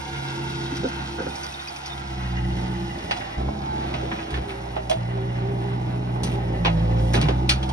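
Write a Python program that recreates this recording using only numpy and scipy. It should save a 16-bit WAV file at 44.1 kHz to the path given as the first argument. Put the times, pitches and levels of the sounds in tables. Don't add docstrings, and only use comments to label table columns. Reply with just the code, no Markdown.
import sys
import numpy as np
from scipy import signal
from scipy.fft import rfft, irfft
from scipy.io import wavfile

SR = 44100
rng = np.random.default_rng(int(sys.argv[2]) if len(sys.argv) > 2 else 0)


def inscribe(sig):
    pcm = np.round(np.clip(np.atleast_2d(sig).T, -1, 1) * 32767)
    wavfile.write(sys.argv[1], SR, pcm.astype(np.int16))


N = 340672
TIME, FREQS = np.arange(N) / SR, np.fft.rfftfreq(N, 1 / SR)

# (time [s], firing rate [Hz])
SPEED = [(0.0, 69), (0.28, 67.87), (0.62, 67.13), (0.99, 66.4), (1.44, 70.38), (1.91, 68.34), (2.34, 61.1),
         (2.9, 61.39), (3.27, 53.96), (3.31, 53.98), (3.4, 62.73), (3.55, 70.2), (4.11, 61.48),
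         (4.34, 65.78), (4.49, 60.82), (5.1, 59.57), (5.43, 60.8), (5.8, 60.95), (6.17, 61.55),
         (6.42, 60.34), (6.62, 56.62), (6.74, 54.82), (6.95, 57.9), (7.14, 57.88), (7.3, 61), (7.45, 63.32),
         (7.72, 64.67)]
# (time [s], effort over light running [dB])
EFFORT = [(0, -1.5), (.2, -0.5), (.3, -12), (.45, -4), (.9, -0.5), (1.04, 4), (1.15, -2), (1.3, 0),
          (1.38, -8), (1.46, -3), (1.7, -11), (1.98, 0), (2.4, 12.5), (2.88, 2.5), (3.0, -3.5), (3.35, -5),
          (3.62, 4), (3.8, 3), (4.04, 6.5), (4.2, -3), (4.5, -4), (4.65, 3), (5.9, -0.5), (6.55, 9),
          (6.85, 15.5), (7.25, 15.5), (7.72, 11.5)]
# (start [s], length [s], level at the firing rate [dB])
BOOMS = [(3.372, .125, -26.5), (4.32, .1, -28.5)]
# (time [s], level [dB])
RUMBLE_LEVEL = [(0, -51.5), (.28, -45), (.6, -43), (1.3, -45.5), (1.5, -56.5), (2.0, -53.5), (2.45, -43),
                (3.3, -47.5), (3.9, -39.5), (4.25, -45.5), (4.65, -49.5), (5.5, -44), (6.95, -40),
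                (7.27, -33.5), (7.72, -46)]
# (time [s], level [dB])
HISS_LEVEL = [(0, -44), (.6, -41), (1.6, -45), (2.85, -47.5), (3.2, -46.5), (3.42, -50), (4.2, -49),
              (5.0, -53.5), (6.2, -54.5), (7.1, -49.5), (7.72, -51.5)]
# (frequency [Hz], density [dB per Hz])
FINE_GRIT = [(4000, -1), (6500, -1.5), (8500, -1), (10000, -3.5), (12000, -9), (13500, -28), (15500, -15)]
FACING_S = 3.376
BLOCK_AWAY_DB, BLOCK_FACING_DB = -40, -37.5


def amp(db):
    return 10 ** (np.asarray(db) / 20)


def unit(x):
    return x / np.sqrt(np.mean(x ** 2) + 1e-20)


def curves(rows):
    s, *columns = np.transpose(rows)
    return [np.interp(TIME, s, c) for c in columns]


def at_hz(points, hz):
    f, value = np.transpose(points)
    return np.interp(np.log(hz + 1), np.log(f + 1), value)


def colour(x, spectrum):
    return unit(irfft(rfft(x) * amp(at_hz(spectrum, FREQS)), N))


def drift(rate_hz, size=4096):
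    hz = np.fft.rfftfreq(size, N / SR / size)
    slow = irfft(rfft(rng.standard_normal(size)) / (1 + (hz / rate_hz) ** 4), size)
    return np.interp(TIME, np.linspace(0, N / SR, size), unit(slow))


def noise():
    return rng.standard_normal((2, N))


def grit(per_s, spread_db):
    size = amp(spread_db * np.minimum(rng.exponential(1, N), 4))
    clicks = rng.random(N) < per_s / SR
    return unit(size * clicks * noise())


def tone(turns, level_db, rough, flutter_hz):
    flutter = 1 + rough * (drift(flutter_hz) + 1j * drift(flutter_hz))
    return amp(level_db) * unit((flutter * np.exp(2j * np.pi * turns)).real)


def facing(away, towards):
    return np.where(TIME < FACING_S, away, towards)


def held(rows, attack_s, release_s):
    total = 0
    for s, length, *levels in rows:
        rise = np.clip((TIME - s) / attack_s, 0, 1)
        fall = np.exp(-np.maximum(TIME - s - length, 0) / release_s)
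        total = total + amp(levels)[:, None] * rise * fall
    return total


def add(mix, s, sound):
    part = mix[:, max(round(s * SR), 0):][:, :sound.shape[1]]
    part += sound[:, :part.shape[1]]


def rings(rows, width, rise_s, trim_db):
    out, t = np.zeros((2, N)), np.arange(SR // 4) / SR
    hz = np.fft.rfftfreq(len(t), 1 / SR) + 1
    for s, db, pitch, t60 in rows:
        cluster = 1 / (1 + ((hz / pitch - pitch / hz) / (2 * width)) ** 2)
        envelope = amp(db + trim_db - 60 * t / t60) * (1 - np.exp(-t / rise_s))
        phases = np.exp(2j * np.pi * rng.random((2, len(hz))))
        ring = envelope * irfft(cluster * phases, len(t))
        add(out, s, ring * np.linalg.norm(envelope) / np.linalg.norm(ring, axis=1, keepdims=True))
    return out


def firing_turns():
    hunting = 1 + .003 * drift(4) + .009 * drift(16)
    return np.cumsum(curves(SPEED)[0] * hunting) / SR


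def firing_beat(turns):
    return unit((1.0 + np.exp(-(turns % 1) / 0.35)) * amp(1.5 * drift(46)))


def gear_train(turns, size=2048):
    place = (turns / 4 % 1) * size
    steps = np.arange(size)
    patterns = np.array([[np.interp(place, steps, p) for p in ear]
                         for ear in rng.standard_normal((2, 4, size))])
    blend = np.array([drift(2.1) for _ in range(4)])
    return unit((patterns * blend).sum(1) / np.linalg.norm(blend, axis=0))


def exhaust(turns):
    # (level in light running [dB], gain per dB of effort [dB])
    order_law = [(-40, 1.0), (-41, 1.0364), (-48.5, 1.1)]
    # (start [s], length [s], rise [s], second order [dB], third order [dB])
    pushes = [(0.07, 0.76, 0.1, -34.5, -66), (2.085, 0.78, .33, -37, -32.5), (3.505, 0.1, .02, -56, -34.5),
              (4.96, 1.56, 0.01, -27.5, -37), (6.574, 0.25, .06, -32, -25.5), (6.87, 0.32, 0.056, -25, -39)]
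    # (multiple of the firing rate, level against the rumble [dB])
    overtones = [(1.25, -10), (2.25, -12), (2.5, -3), (2.75, -8), (3.25, -4), (3.5, -6), (4, -4),
                 (4.5, -6.5), (5, -10.5), (5.5, -11), (6, -12)]
    boom_step = amp(-7.5)
    effort_db, rumble_db = curves(EFFORT)[0], curves(RUMBLE_LEVEL)[0]
    first, second, third = (amp(db + share * effort_db) for db, share in order_law)
    boom, = held(BOOMS, attack_s=0.01, release_s=0.011)
    push_second, push_third = sum(held([(s, length, *levels)], rise_s, release_s=0.038)
                                  for s, length, rise_s, *levels in pushes)
    first = np.hypot(first, boom)
    second = np.hypot(second, np.hypot(push_second, boom * boom_step))
    third = np.hypot(third, np.hypot(push_third, boom * boom_step ** 2))
    note = first * tone(turns, 0, rough=.13, flutter_hz=12)
    note += second * tone(2 * turns + .5, 0, rough=.14, flutter_hz=22)
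    note += third * tone(3 * turns + .5, 0, rough=.2, flutter_hz=16)
    for order, db in overtones:
        note += tone(order * turns + rng.random(), rumble_db + db, rough=0.35, flutter_hz=5)
    return note


def puffs(turns, uneven):
    # (frequency [Hz], density [dB per Hz])
    puff_spectrum = [(140, -23), (215, 7), (290, 2), (400, -5.5), (600, -8), (1000, -4), (2500, -44.5)]
    fired = np.diff(np.floor(turns), prepend=0)
    strength = 1 + uneven * rng.standard_normal(N)
    return colour(fired * strength, puff_spectrum) * amp(curves(RUMBLE_LEVEL)[0] - 5.5)


def casing_rumble(turns):
    # (frequency [Hz], density [dB per Hz])
    rumble_spectrum = [(20, -38), (45, -25), (80, 12.5), (105, 5), (150, 6.5), (210, 3), (300, 5.5),
                       (400, 4), (520, -4.5), (800, 2), (2000, -50)]
    chug = .45 + np.exp(-(turns % 1) / .28)
    boom, = held(BOOMS, attack_s=0.0092, release_s=0.017)
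    steady = amp(curves(RUMBLE_LEVEL)[0] + 4.5 + 3.1 * drift(2.9))
    return colour(noise() * chug, rumble_spectrum) * np.hypot(steady, boom * amp(-10))


def block_drone(turns, beat):
    # (frequency [Hz], density [dB per Hz])
    block_spectrum = [(150, -27), (400, -13), (560, 1.5), (750, 6), (860, 1), (940, 1.5), (1040, -9.5),
                      (1300, -13), (3000, -42)]
    effort_share = 0.12
    level_db = facing(BLOCK_AWAY_DB, BLOCK_FACING_DB) + effort_share * curves(EFFORT)[0]
    shake = noise() * beat + gear_train(turns)
    clicks = grit(per_s=180, spread_db=-5.5)
    return colour(shake + 0.22 * clicks, block_spectrum) * amp(level_db + 1.23 * drift(18))


def clatter(turns, beat):
    # (frequency [Hz], density [dB per Hz])
    clatter_spectrum = [(500, -24), (1000, 1.5), (1250, 2.5), (1550, 3), (1850, -2), (2300, -1.5),
                        (3100, -4.5), (4200, -12), (8000, -56), (16000, -61)]
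    usual_hiss_db, usual_clatter_db, hiss_share = -50, -42.5, 0.38
    level_db = usual_clatter_db + hiss_share * (curves(HISS_LEVEL)[0] - usual_hiss_db)
    rattle = noise() * beat + gear_train(turns)
    ticks = grit(per_s=160, spread_db=1) * beat
    return colour(rattle + 0.41 * ticks, clatter_spectrum) * amp(level_db + 1.48 * drift(8.9))


def gears(turns):
    # (multiple of the firing rate, level against the block's base level [dB])
    gear_tones = [(11, -14), (12.5, -19), (13, -15), (14, -12.5), (15, -17), (21, -19), (23.5, -25.5),
                  (32, -22.5), (34.5, -19.5)]
    drone_db = facing(BLOCK_AWAY_DB, BLOCK_FACING_DB)
    return sum(tone(multiple * turns + rng.random(), drone_db + db + 1.6 * drift(1.1),
                    rough=0.43, flutter_hz=10) for multiple, db in gear_tones)


def panel_buzz(turns):
    # (frequency [Hz], density [dB per Hz])
    panel_spectrum = [(1400, -24), (1850, -7), (2000, -1), (2180, -18), (2550, -43), (2850, -1),
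                      (3150, -35), (4500, -50)]
    buzz_at_hz, half_width_hz = 58.7, 4.7
    lugging = 1 / (1 + ((curves(SPEED)[0] - buzz_at_hz) / half_width_hz) ** 2)
    cycle = (turns / 4) % 1
    buzz = colour(noise() * (.5 + np.exp(-cycle / 1.1)), panel_spectrum)
    return buzz * lugging * amp(facing(-43, -52) + 3.2 * drift(18))


def pump_whines(turns):
    # (middle [s], length [s], multiple of the firing rate, level before a 0.5 dB cut [dB])
    swells = [(4.56, 1, 6.5, -43), (5.202, 0.27, 6.5, -34.5), (5.559, 0.49, 6.5, -34.5),
              (5.95, 0.74, 6.5, -44), (6.434, 0.47, 6.5, -37.5), (4.6, 0.31, 9, -44), (5.29, 0.78, 9, -44),
              (6.514, 0.57, 9, -40), (6.966, 0.52, 9, -34), (0.38, 1, 6.5, -47.5), (3.65, .25, 12, -43),
              (3.75, .28, 13, -29), (4.08, .25, 14, -48), (4.51, 0.13, 6.5, -43), (0.43, 0.59, 14, -56),
              (5.35, 0.66, 13, -46), (6.87, .35, 13, -41), (7.38, 0.36, 13, -38)]
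    out = np.zeros(N)
    for middle, length, multiple, db in swells:
        swell = np.cos(np.pi * np.clip((TIME - middle) / length, -.5, .5))
        out += swell * tone(multiple * turns, db - .5, rough=0.26, flutter_hz=13)
    return out


def knocks(crack, crack_s, tail_db, tail_t60, ring_db, ring_width, ring_t60, level_db):
    # (time [s], rise time constant [s], clang [dB], body [dB],
    # brightness [dB per octave], low ring [Hz], high ring [Hz], plate [dB]);
    # clang and body are before level_db
    blows = [(3.1096, 0.00062, -28, -24, -3, 730, 1950, -24), (3.165, .001, -44, -30, 2, 735, 1400, -40),
             (3.208, .003, -34, -43, -22, 710, 1933, -43), (3.4845, 0.0004, -54, -26.5, -6, 663, 1330, -58),
             (3.938, 0.0022, -35, -27, -4, 657, 2060, -32), (4.113, 0.0046, -30, -25, -18, 944, 1670, -39),
             (4.1863, 0.0016, -39, -43, -13, 760, 1680, -35),
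             (4.305, .001, -57.5, -42, 10.5, 770, 3700, -57),
             (4.338, 0.0054, -31.5, -31, -6.5, 1070, 1780, -45),
             (4.372, .002, -42, -41, -17, 770, 1400, -46), (4.4932, 0.0024, -37.5, -45, -8, 774, 2280, -43),
             (4.763, .001, -37, -21.5, -12, 790, 1300, -40), (4.8963, 0.00058, -40, -24, 9, 630, 3350, -38),
             (4.9114, .0009, -32, -21.5, -7, 660, 3400, -36), (6.16, .0003, -52, -33, -8, 800, 1410, -48),
             (6.233, 0.0011, -44, -26, 11.5, 884, 6000, -43),
             (6.6479, 0.0011, -27.5, -19, -5.5, 970, 2400, -22.5),
             (6.657, .0006, -28.5, -18, -4.5, 810, 3350, -24),
             (6.667, 0.0013, -35.5, -18.5, -8, 730, 4020, -28),
             (6.678, .001, -35, -29, -15, 617, 2150, -31), (7.134, 0.0013, -42.5, -25, 11, 597, 1990, -49),
             (7.1404, 0.00037, -27.5, -40, -21, 552, 1760, -32),
             (7.1445, .0004, -44, -40, 2, 690, 3400, -29), (7.151, 0.0004, -40, -30, 5, 690, 3700, -32),
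             (7.16, .0005, -43, -22, 5, 600, 2200, -37), (7.171, .0005, -34, -23.5, -19, 690, 1400, -42),
             (7.184, .0005, -45, -25, -15, 690, 1260, -45),
             (7.2125, 0.0006, -36.5, -30, 4.5, 790, 2190, -38),
             (7.225, 0.00054, -39, -25, 0.5, 500, 2330, -32), (7.2517, .001, -39, -24, -22, 840, 1850, -40),
             (7.2845, .0008, -32.5, -21, -3, 684, 1240, -36),
             (7.2925, 0.00038, -35.5, -22, -10, 497, 1510, -39),
             (7.4915, 0.00088, -24, -46, 5, 2400, 4240, -28), (7.4985, .0008, -34, -47, 5, 1448, 5700, -31),
             (7.513, 0.00092, -32, -42, -8, 1470, 2540, -40),
             (7.627, 0.0018, -40.5, -48, 1.5, 895, 3300, -47),
             (7.6905, 0.00083, -48.5, -27, 7.5, 858, 3240, -50)]
    # (frequency [Hz], width [Hz], gain over the broad ring [dB])
    steel_modes = [(667, 72, 4), (1033, 15, 14), (1460, 26, -1), (1920, 92, -3), (2530, 550, 0),
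                   (3150, 1100, 6.5), (4580, 390, 3.5), (5070, 470, 0.5), (6060, 620, 5),
                   (9540, 500, -10.5)]
    # (frequency [Hz], density [dB per Hz])
    body_spectrum = [(120, -14), (700, 2), (1300, -13), (2600, -54)]
    clang_spectrum = [(120, -27), (700, -19), (1300, 4.5), (2600, 1), (4300, -0.5), (6800, -12.5),
                      (9500, -13.5), (11500, -30.5), (13000, -35), (15500, -56)]
    # (frequency [Hz], level [dB], t60 [s])
    plate_modes = [(598, -11.5, 0.36), (735, -10.5, 0.29), (819, -6.5, 0.19), (946, -14, 0.28),
                   (1256, -9, .2), (1467, -12, 0.15), (1915, -11.5, 0.17), (2260, -6, 0.065),
                   (2365, -6.5, 0.11), (2566, -6, 0.14), (2836, -4.5, 0.17), (3400, -26, 0.092),
                   (3400, -12.5, 0.17), (4010, -12, 0.13), (4890, -18, 0.16), (5770, -14, .08)]
    bright_from_hz, knock_t60, detune = 2230, 0.12, 0.0067
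    out, t = np.zeros((2, N)), np.arange(SR // 4) / SR
    hz = np.fft.rfftfreq(len(t), 1 / SR)
    steel = 1 + sum((amp(db) - 1) / (1 + (2 * (hz - f) / width) ** 2) for f, width, db in steel_modes)
    octaves = np.log2(np.maximum(hz / bright_from_hz, 1))
    decay = crack * np.exp(-t / crack_s) + amp(-60 * t / knock_t60) + amp(tail_db - 60 * t / tail_t60)
    ring_decay = amp(ring_db - 60 * t / ring_t60)
    for s, rise_s, clang_db, body_db, bright_db, low_hz, high_hz, plate_db in blows:
        body = amp(body_db + at_hz(body_spectrum, hz))
        clang = amp(clang_db + at_hz(clang_spectrum, hz) + bright_db * octaves)
        chatter_db = 2.2 * rng.standard_normal(len(t) // 50 + 1).repeat(50)[:len(t)]
        contacts = rng.standard_normal((2, len(t))) * amp(chatter_db)
        struck = rfft(unit(contacts)) * steel * np.hypot(body, clang)
        spot = sum(1 / (1 + ((hz / f - 1) / ring_width) ** 2) for f in (low_hz, high_hz))
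        sound = irfft(struck, len(t)) * decay + irfft(struck * spot, len(t)) * ring_decay
        plate = 0
        for f, db, t60 in plate_modes:
            mode_db = plate_db + db + bright_db * np.log2(max(f / bright_from_hz, 1))
            for split in 1 + detune * rng.uniform(-1.1, 1, 2):
                wave = np.sin(2 * np.pi * (f * split * t + rng.random((2, 1))))
                plate = plate + amp(mode_db - 60 * t / t60) * wave
        add(out, s, (amp(level_db) * sound + plate) * (1 - np.exp(-t / rise_s)))
    return out


def thuds():
    # (time [s], level before a 2 dB cut [dB], centre [Hz], t60 [s])
    landings = [(.72, -20, 275, 0.12), (.793, -22, 171, 0.13), (3.372, -25, 45, 0.07),
                (3.379, -23.5, 219, .11), (3.405, -22, 415, 0.064), (3.43, -24, 310, .07),
                (3.4845, -13.5, 684, 0.029), (3.7335, -30, 400, 0.064), (3.9021, -26, 362, .07),
                (4.025, -23, 448, 0.12), (4.05, -28, 507, 0.091), (4.128, -21.5, 187, 0.067),
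                (4.175, -30, 168, 0.056), (4.372, -25, 440, 0.1), (6.159, -19, 800, 0.028),
                (6.236, -20.5, 173, 0.2), (7.142, -17, 372, 0.15), (7.16, -20, 235, 0.08),
                (7.178, -10.5, 220, 0.06), (7.222, -20, 310, 0.092), (7.243, -5.5, 154, 0.079),
                (7.287, -15.5, 338, 0.12), (7.42, -24, 350, 0.14)]
    return rings(landings, width=0.15, rise_s=0.0034, trim_db=-2.0)


def groans(attack_s, fade_db):
    # (start [s], length [s], start pitch [Hz], end pitch [Hz], starting level [dB])
    notes = [(4.763, .05, 645, 622, -19), (4.897, .072, 616, 662, -13)]
    out = np.zeros((2, N))
    for s, length, start_hz, end_hz, db in notes:
        t = np.arange(0, length, 1 / SR)
        cycles = np.cumsum(start_hz + (end_hz - start_hz) * t / length) / SR
        edges = np.minimum(np.minimum(t, length - t) / attack_s, 1)
        envelope = edges * amp(db + fade_db * t / length)
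        add(out, s, envelope * np.array([np.sin(2 * np.pi * cycles), np.cos(2 * np.pi * cycles)]))
    return out


def spills():
    # (start [s], length [s], crunch [dB], fine sand [dB])
    slides = [(3.76, 0.29, -44, -67), (4.11, 0.12, -41.5, -66), (4.305, 0.08, -41, -63),
              (4.48, 0.037, -44, -54), (6.24, 0.11, -40.5, -52), (7.0, 0.16, -57, -53),
              (7.125, 0.17, -40, -58)]
    # (frequency [Hz], density [dB per Hz])
    crunch_spectrum = [(200, -24), (600, -17), (1200, -2.5), (2400, -1), (3600, -5), (6000, -21),
                       (8000, -30), (15500, -55)]
    coarse, fine = held(slides, attack_s=0.0022, release_s=0.024)
    lumps, sand = grit(per_s=1500, spread_db=2), grit(per_s=9000, spread_db=0)
    return coarse * colour(lumps, crunch_spectrum) + fine * colour(sand, FINE_GRIT)


def wood_knocks():
    # (time [s], level before a 3 dB cut [dB], tilt towards upper modes [dB per octave])
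    bumps = [(.832, -25, -10), (.84, -18, -4.5), (.848, -21, 0), (1.183, -26, 4.5), (1.199, -22, 2),
             (1.215, -30, 2), (1.265, -22.5, 2)]
    # (frequency [Hz], level [dB], t60 [s])
    wood_modes = [(265, -4, 0.12), (390, -2, 0.065), (505, -0.5, 0.12), (720, -6, .08), (1410, -6, 0.076),
                  (1520, -12.5, 0.12)]
    pivot_hz = 510
    rows = [(s, db + mode_db + tilt_db * np.log2(hz / pivot_hz), hz, t60)
            for s, db, tilt_db in bumps for hz, mode_db, t60 in wood_modes]
    return rings(rows, width=0.047, rise_s=0.0025, trim_db=-3.0)


def chirps():
    # (time [s], level [dB], pitch [Hz], t60 [s])
    squeaks = [(1.302, -35, 3640, 0.078), (1.305, -37, 2480, .07), (1.432, -36, 2400, .07),
               (1.437, -31, 4730, 0.066), (1.522, -34, 2570, .08), (1.541, -31, 3670, 0.074),
               (1.594, -29, 3660, 0.075), (1.6, -43, 2500, .08), (1.648, -37, 3770, .07),
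               (1.673, -29, 2460, 0.06), (1.679, -28, 4650, .06), (1.681, -35, 5130, .06),
               (1.76, -33, 2560, 0.058), (1.765, -34, 5020, 0.039), (1.85, -37, 3550, .08),
               (1.898, -30, 3620, 0.083), (1.919, -30, 3620, 0.085)]
    return rings(squeaks, width=.012, rise_s=.003, trim_db=0)


def link_ticks():
    # (time [s], starting level [dB], t60 [s])
    snaps = [(.757, -34, 0.045), (.769, -31.5, 0.054), (0.888, -36, 0.052), (1.355, -35.5, 0.13),
             (1.433, -34, .06), (1.443, -36, 0.044), (1.465, -33, 0.027), (1.525, -35.5, .03),
             (1.621, -39, .03), (1.674, -34, 0.032), (1.682, -41, 0.033), (1.704, -42, .04),
             (1.762, -36.5, 0.041), (1.86, -31.5, 0.09)]
    # (frequency [Hz], density [dB per Hz])
    tick_spectrum = [(1200, -33), (2400, 3), (3600, -10), (4700, 0.5), (5900, 2), (7000, -13),
                     (10000, -15.5), (13000, -31)]
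    gain = sum((TIME >= s) * amp(db - 60 * np.clip(TIME - s, 0, 1) / t60) for s, db, t60 in snaps)
    return gain * colour(noise(), tick_spectrum)


def fan_tone():
    # (time [s], level [dB])
    fan_level = [(0, -46.5), (.45, -37), (1.1, -38), (1.35, -48.5), (1.9, -51), (2.25, -41), (2.9, -36.5),
                 (3.1, -56.5), (3.55, -43.5), (4.15, -39), (4.8, -48), (7.3, -40.5), (7.72, -38.5)]
    blades = np.cumsum(facing(340.2, 328.2)) / SR
    return tone(blades, curves(fan_level)[0], rough=0.26, flutter_hz=12)


def hiss():
    # (frequency [Hz], density [dB per Hz])
    hiss_spectrum = [(800, -38), (2200, -4), (3300, 6.5), (4200, 1.5), (5400, 1.5), (6800, -7),
                     (8000, -7.5), (10000, -50), (15500, -35)]
    crackle = grit(per_s=280, spread_db=2.5)
    level_db = curves(HISS_LEVEL)[0] + 0.5 + 1.0 * drift(54)
    return colour(0.88 * noise() + 0.62 * crackle, hiss_spectrum) * amp(level_db)


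def fizz():
    # (time [s], level [dB])
    fizz_level = [(0, -52), (.75, -52.5), (1.15, -55), (1.43, -48.5), (2.2, -57.5), (3.15, -53.5),
                  (3.5, -61), (4.55, -56.5), (5.2, -62.5), (7.72, -59)]
    sand = grit(per_s=400, spread_db=0)
    level_db = curves(fizz_level)[0] + 1.76 * drift(19)
    return colour(noise() + 0.22 * sand, FINE_GRIT) * amp(level_db)


def scattered(x, share):
    out = x.copy()
    for delay_s, rate_hz in rng.uniform((.002, .5), (.022, 1.2), (10, 2)):
        out += share * drift(rate_hz) * np.roll(x, round(delay_s * SR), 1)
    return out / np.sqrt(1 + 10 * share ** 2)


def reflected(x, dull_hz):
    # (time [s], delay [ms], strength [gain])
    reflection = [(0, 1.6, 0.68), (.8, 1.73, 0.62), (1.5, 1.76, 0.43), (2.5, 1.74, 0.37), (3.2, 1.87, 0.22),
                  (3.6, 1.9, 0.021), (7.72, 1.2, 0.023)]
    delay_ms, strength = curves(reflection)
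    echo = irfft(rfft(x) / (1 + (FREQS / dull_hz) ** 2), N)
    delayed = np.array([np.interp(TIME - delay_ms / 1000, TIME, ear) for ear in echo])
    return x - strength * delayed


def machinery(turns):
    beat = firing_beat(turns)
    yard = scattered(block_drone(turns, beat) + clatter(turns, beat) + hiss(), share=.23)
    return casing_rumble(turns) + reflected(yard, dull_hz=3080) + fizz() + panel_buzz(turns)


def ports(pair, hum):
    # (frequency [Hz], likeness [0 to 1])
    likeness = [(60, 1), (150, 1), (300, 0.96), (470, 0.46), (650, 0.78), (870, 0.092), (1200, 0.54),
                (1550, 0.36), (1850, 0.27), (2350, 0.41), (3100, 0.76), (4100, 0.73), (5500, 0.89),
                (7500, 1), (12000, 0.8)]
    # (frequency [Hz], phase by which left leads [rad])
    port_phase = [(0, 0), (65, -.2), (130, -.28), (330, -.35), (450, -1.2), (650, -2.9), (1200, -3.4),
                  (1900, -4.5), (2700, -3.2), (3900, -4.5), (4500, -4.2), (5300, -5.5), (6200, -4.8),
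                  (7500, -3.2), (9800, 0), (11500, 0), (12500, 3.1)]
    # (frequency [Hz], left over right [dB])
    port_balance = [(60, -0.5), (150, -1.3), (300, 0), (600, -3), (1200, -3), (2400, 0.6), (5000, -2.5),
                    (9000, 0.4)]
    a, b = rfft(pair)
    line, same = rfft(hum), np.clip(at_hz(likeness, FREQS), 0, 1)
    lead = np.exp(1j * np.interp(FREQS, *np.transpose(port_phase)))
    tilt = amp(at_hz(port_balance, FREQS) / 2)
    left = (a + line) * lead * tilt
    right = (same * a + np.sqrt(1 - same ** 2) * b + line) / tilt
    return irfft(np.array([left, right]), N)


def scene():
    turns = firing_turns()
    hum = exhaust(turns) + puffs(turns, uneven=0.56) + gears(turns) + pump_whines(turns) + fan_tone()
    noises = machinery(turns)
    noises += knocks(crack=0.23, crack_s=0.006, tail_db=-14.5, tail_t60=0.24, ring_db=5.0,
                     ring_width=0.039, ring_t60=0.15, level_db=8)
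    noises += thuds() + groans(attack_s=0.0055, fade_db=-13) + spills()
    noises += wood_knocks() + chirps() + link_ticks()
    return ports(noises, hum)


def record(dry):
    soft_limit, edge_hz = .66, 15750
    rounded = dry / (1 + (dry / soft_limit) ** 4) ** .25
    lowpass = signal.firwin(511, edge_hz, window=("kaiser", 9), fs=SR)
    return signal.oaconvolve(rounded, lowpass[None], "same")


dry = scene()
out = record(dry)
inscribe(out)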